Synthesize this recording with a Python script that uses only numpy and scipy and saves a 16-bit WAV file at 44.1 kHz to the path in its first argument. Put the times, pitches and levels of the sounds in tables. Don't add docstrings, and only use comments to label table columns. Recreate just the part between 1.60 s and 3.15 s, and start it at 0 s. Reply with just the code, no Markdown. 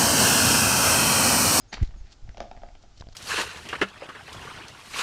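import sys
import numpy as np
from scipy import signal
from scipy.fft import rfft, irfft
from scipy.io import wavfile
from scipy.ndimage import uniform_filter1d

SR = 44100
rng = np.random.default_rng(int(sys.argv[2]) if len(sys.argv) > 2 else 0)


def dump(signal):
    limited = np.clip(np.atleast_2d(signal).T, -1, 1)
    pcm = np.round(limited * 32767).astype(np.int16)
    wavfile.write(sys.argv[1], SR, pcm)


N = 68355
T = np.arange(N) / SR


def amp(db):
    return 10 ** (np.asarray(db) / 20)


def unit(x):
    return x / np.sqrt(np.mean(x ** 2) + 1e-20)


def colour(x, tone):
    hz, db = np.transpose(tone)
    freqs = np.fft.rfftfreq(len(x), 1 / SR)
    gain = amp(np.interp(np.log(freqs + 1), np.log(hz), db))
    return unit(irfft(rfft(x) * gain, len(x)))


def noise(tone):
    return colour(rng.standard_normal(N), tone)


def add(mix, start, sound):
    part = mix[max(round(start * SR), 0):][:len(sound)]
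    part += sound[:len(part)]


def swell(peak, rise, decay):
    return np.exp(-np.maximum(peak - T, 0) / rise - np.maximum(T - peak, 0) / decay)


def friction(strokes, tone, snaps_per_s=9000, spread_db=3.5):
    snaps = rng.standard_normal(N) * (rng.random(N) < snaps_per_s / SR)
    snaps *= amp(spread_db * np.minimum(rng.exponential(1, N), 3))
    loudness = sum(amp(db) * swell(peak, rise, decay) for peak, rise, decay, db in strokes)
    return colour(snaps, tone) * loudness


# start in seconds, length in seconds, pitch in Hz, level in dB.
BIRD_PEEPS = [(0.0, .04, 5010, -63), (0.0, .022, 6550, -63), (0.083, .045, 6530, -59),
              (0.368, .046, 6570, -64), (0.724, .025, 5900, -66)]

def birds(waver_depth=0.015):
    out = np.zeros(N)
    for start, length, hz, db in BIRD_PEEPS:
        t = np.arange(0, length, 1 / SR)
        waver = unit(uniform_filter1d(rng.standard_normal(N), size=120))[:len(t)]
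        pitch = hz * (1 + waver_depth * waver)
        arch = np.sqrt(abs(np.sin(np.pi * t / length)))
        add(out, start, amp(db) * arch * np.sin(2 * np.pi * np.cumsum(pitch) / SR))
    return out


# frequency in Hz, relative level in dB.
AIR_TONE = [(59, -43.5), (100, 3.5), (150, -16), (300, -13), (514, -20), (785, -16.5), (1070, -25),
            (1320, -20), (1830, -26.5), (5180, -25), (7330, -29.5), (8710, -26.5), (9970, -58),
            (13000, -84), (21900, -120)]

def air():
    return amp(-59.5) * noise(AIR_TONE)


# time in seconds, level in dB before the cap and trim below.
WIND_LEVELS = [(0.0, -53.5), (0.138, -56), (0.184, -34), (0.214, -37.5), (0.232, 10), (0.272, -16),
               (0.332, -22), (0.358, -47), (0.41, -38), (0.482, -42), (0.53, -49), (0.612, -56),
               (0.634, -24), (0.694, -33.5), (0.732, -49.5), (0.836, -39), (0.866, -52), (0.966, -42.5),
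               (1.368, -54.5), (1.406, -44.5), (1.442, -42), (1.476, -50.5), (1.55, -46)]
# frequency in Hz, relative level in dB.
WIND_TONE = [(8, -5), (25, 4), (45, -1.5), (80, -13), (130, -24), (170, -28.5), (250, -42), (600, -49.5),
             (2000, -91)]

def wind(cap_db=-36, trim_db=-0.5):
    level_db = np.interp(T, *np.transpose(WIND_LEVELS))
    return noise(WIND_TONE) * amp(np.minimum(level_db, cap_db) + trim_db)


# peak time, rise and decay in seconds, then level in dB.
PAW_SCUFFS = [(0.131, 0.0034, 0.0034, -30), (0.141, 0.0048, 0.0077, -31), (0.169, 0.0062, 0.018, -50),
              (0.250, 0.041, 0.014, -54), (0.475, 0.039, 0.043, -61)]
# frequency in Hz, relative level in dB.
GRASS_TONE = [(100, -1), (350, -0.5), (500, -8), (780, 0.5), (1100, -7), (1800, 0), (2600, -3),
              (3150, -6.5), (3700, -3.5), (4500, -1.5), (5400, -8.5), (7000, -16.5), (8000, -19),
              (10000, -11.5)]

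def paw_scuffs():
    return friction(PAW_SCUFFS, GRASS_TONE)


def garden_echoes(x, fade_s=0.24, echoes_per_s=2000):
    t = np.arange(SR // 2) / SR
    echoes = rng.standard_normal(len(t)) * (rng.random(len(t)) < echoes_per_s / SR)
    echoes *= (t > 0.005) * amp(-60 * t / fade_s)
    return signal.fftconvolve(x, echoes / np.linalg.norm(echoes))[:N]


# time in seconds, crunch level in dB, thud level in dB.
PAW_STEPS = [(0.171, -40.5, -44), (0.18, -45, -52.5), (0.203, -45.5, -54), (0.31, -51.5, -64.5),
             (0.341, -55, -61), (0.362, -60, -46.5), (0.405, -61.5, -63)]
# frequency in Hz, relative level in dB.
CRUNCH_TONE = [(150, -14.5), (700, 1.5), (1700, -2), (3000, -11.5), (5000, -20), (10000, -38)]
THUD_TONE = [(60, -4), (180, -4), (290, -2), (450, -25), (1500, -54.5), (10000, -92)]

def paw_steps():
    crunch, thud = noise(CRUNCH_TONE), noise(THUD_TONE)
    return sum(swell(time, rise=0.0021, decay=0.006) * (amp(crunch_db) * crunch + amp(thud_db) * thud)
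               for time, crunch_db, thud_db in PAW_STEPS)


# peak time and half width in seconds, then thump and hiss levels in dB.
SWIRLS = [(0.2191, 0.0043, -16, -55), (0.2296, 0.0064, -9.5, -31), (0.292, .0038, -38, -50.5),
          (0.414, 0.011, -33, -72), (0.691, 0.005, -30, -72), (1.409, .004, -40.5, -77)]
# frequency in Hz, relative level in dB.
SWIRL_TONE = [(300, 15.5), (1200, -15.5), (2000, -0.5), (3200, -14.5), (6500, -14), (8500, -11.5),
              (10000, -60)]

def wind_thumps(front=0.69, wake=2):
    out, hiss = np.zeros(N), noise(SWIRL_TONE)
    for peak, half_width, thump_db, hiss_db in SWIRLS:
        offset = (T - peak) / half_width
        offset = np.where(offset < 0, offset / front, offset)
        push = np.exp(-offset ** 2)
        pull_before = 2 * offset ** 2 * push
        pull_after = 2 * (offset / wake) ** 2 * np.exp(-(offset / wake) ** 2) / wake
        pull = np.where(offset < 0, pull_before, pull_after)
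        out += amp(thump_db) * (push - pull) + amp(hiss_db) * push * hiss
    return out


# peak time, rise and decay in seconds, then level in dB.
FINGER_RUBS = [(0.248, 0.0065, 0.02, -55.5), (0.276, 0.0017, 0.0027, -55), (0.529, .012, 0.0068, -49),
               (1.228, 0.0036, 0.0061, -57), (1.379, 0.0087, 0.0084, -53), (1.400, 0.0027, 0.0024, -51.5),
               (1.413, 0.0024, 0.0014, -43.5), (1.497, 0.0099, .012, -62), (1.531, 0.0058, 0.0022, -50.5)]
# frequency in Hz, relative level in dB.
RUB_TONE = [(200, -1), (1500, -6.5), (2600, -6), (4200, 2), (5800, -1), (7200, -6.5), (8000, -5),
            (9000, -23), (10000, -39)]

def finger_rubs():
    return friction(FINGER_RUBS, RUB_TONE)


# start in seconds, ring level in dB, tick level in dB,
# main pitch in Hz, frequency in Hz above which the tick is dulled.
POT_KNOCKS = [(0.676, -48, -56.5, 775, 2980), (0.692, -47, -43, 702, 4520), (0.746, -42, -48, 660, 3060),
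              (0.772, -35.5, -40.5, 768, 6300), (0.780, -34, -41, 612, 7200),
              (0.8037, -21.5, -30, 661.7, 8700), (0.8135, -40, -55, 707, 6840),
              (0.818, -35, -45.5, 682, 7030), (0.827, -46, -46, 730, 6000), (0.839, -34, -55, 639, 5000),
              (0.863, -41, -56, 668, 3000), (0.882, -48.5, -58, 690, 3000),
              (0.9135, -30.5, -38.5, 760, 3460), (0.949, -40.5, -76, 711, 3000),
              (0.966, -48, -48.5, 773, 4000), (0.974, -40.5, -44, 693, 2420),
              (1.019, -41.5, -47, 770, 2980), (1.034, -30, -40, 697, 2230), (1.064, -48, -53, 720, 3470),
              (1.088, -43.5, -44.5, 736, 2140), (1.152, -46, -44.5, 735, 3750),
              (1.237, -43.5, -46, 680, 1600)]
# multiple of the main pitch, relative level in dB,
# seconds to fade by 60 dB.
POT_NOTES = [(.34, -10, 0.034), (.52, -20, 0.12), (.88, -16, 0.088), (1.0, 5, 0.021), (1.01, -26, 0.22),
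             (1.17, -18, 0.15), (1.78, -13, 0.025), (2.25, -26, 0.06), (3.2, -8.5, 0.0069)]
# frequency in Hz, relative level in dB.
TICK_TONE = [(200, 3), (1000, -1.5), (2200, 2.5), (3100, -1), (4200, -4.5), (5500, 3.5), (7000, -12.5),
             (10000, -23)]

def pot_knocks(pitch_scatter=0.017, contact_s=0.0016):
    t = np.arange(SR // 4) / SR
    out, crack = np.zeros(N), noise(TICK_TONE)
    for start, ring_db, tick_db, hz, top_hz in POT_KNOCKS:
        shifts = 1 + pitch_scatter * rng.standard_normal(len(POT_NOTES))
        ring = sum(amp(db - 60 * t / fade_s) * np.sin(2 * np.pi * hz * multiple * shift * t)
                   for (multiple, db, fade_s), shift in zip(POT_NOTES, shifts))
        add(out, start, amp(ring_db) * ring * (1 - np.exp(-t / contact_s)))
        tick = amp(tick_db) * swell(start, rise=0.00036, decay=0.0018) * crack
        out += signal.lfilter(*signal.butter(2, top_hz, fs=SR), tick)
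    return out


# time in seconds, ring pitch in Hz, ring level in dB, thud level in dB.
CASE_CLICKS = [(1.4098, 3900, -36, -32), (1.423, 1000, -34, -55), (1.440, 3150, -52, -42.5),
               (1.4701, 3220, -46, -35.5), (1.488, 4580, -41.5, -35.5)]
# frequency in Hz, relative level in dB.
SNAP_TONE = [(200, -1), (1500, 10), (2500, -7), (5000, -18), (7000, -3), (10000, -30)]

def case_clicks(box_hz=680):
    out, crack = np.zeros(N), noise(SNAP_TONE)
    for time, hz, ring_db, thud_db in CASE_CLICKS:
        ring = swell(time, rise=0.000098, decay=0.00086) * np.sin(2 * np.pi * hz * (T - time))
        snap = amp(-13.5) * swell(time, rise=0.000085, decay=0.0023) * crack
        thud = swell(time, rise=0.00048, decay=0.0052)
        box = swell(time, rise=0.00017, decay=0.0046) * np.sin(2 * np.pi * box_hz * (T - time))
        out += amp(ring_db) * (ring + snap) + amp(thud_db) * (thud + amp(-11.5) * box)
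    return out


def scene():
    knocks = pot_knocks()
    paws = paw_scuffs() + paw_steps()
    echoes = garden_echoes(amp(-7.5) * knocks + amp(-11) * paws)
    background = birds() + air()
    at_microphone = wind() + wind_thumps() + finger_rubs() + case_clicks()
    return (knocks + paws + echoes + background + at_microphone)[None]


def record(dry, camera_rate_hz=16000, band_hz=7750, top_hz=9500):
    band = signal.oaconvolve(dry, signal.firwin(101, band_hz, fs=SR)[None], "same")
    mirrored = band * (1 + 2 * amp(-14) * np.cos(2 * np.pi * camera_rate_hz * T))
    treble_cut = signal.firwin(121, top_hz, window=("kaiser", 8), fs=SR)
    return signal.oaconvolve(mirrored, treble_cut[None], "same")


dry = scene()
out = record(dry)
dump(out)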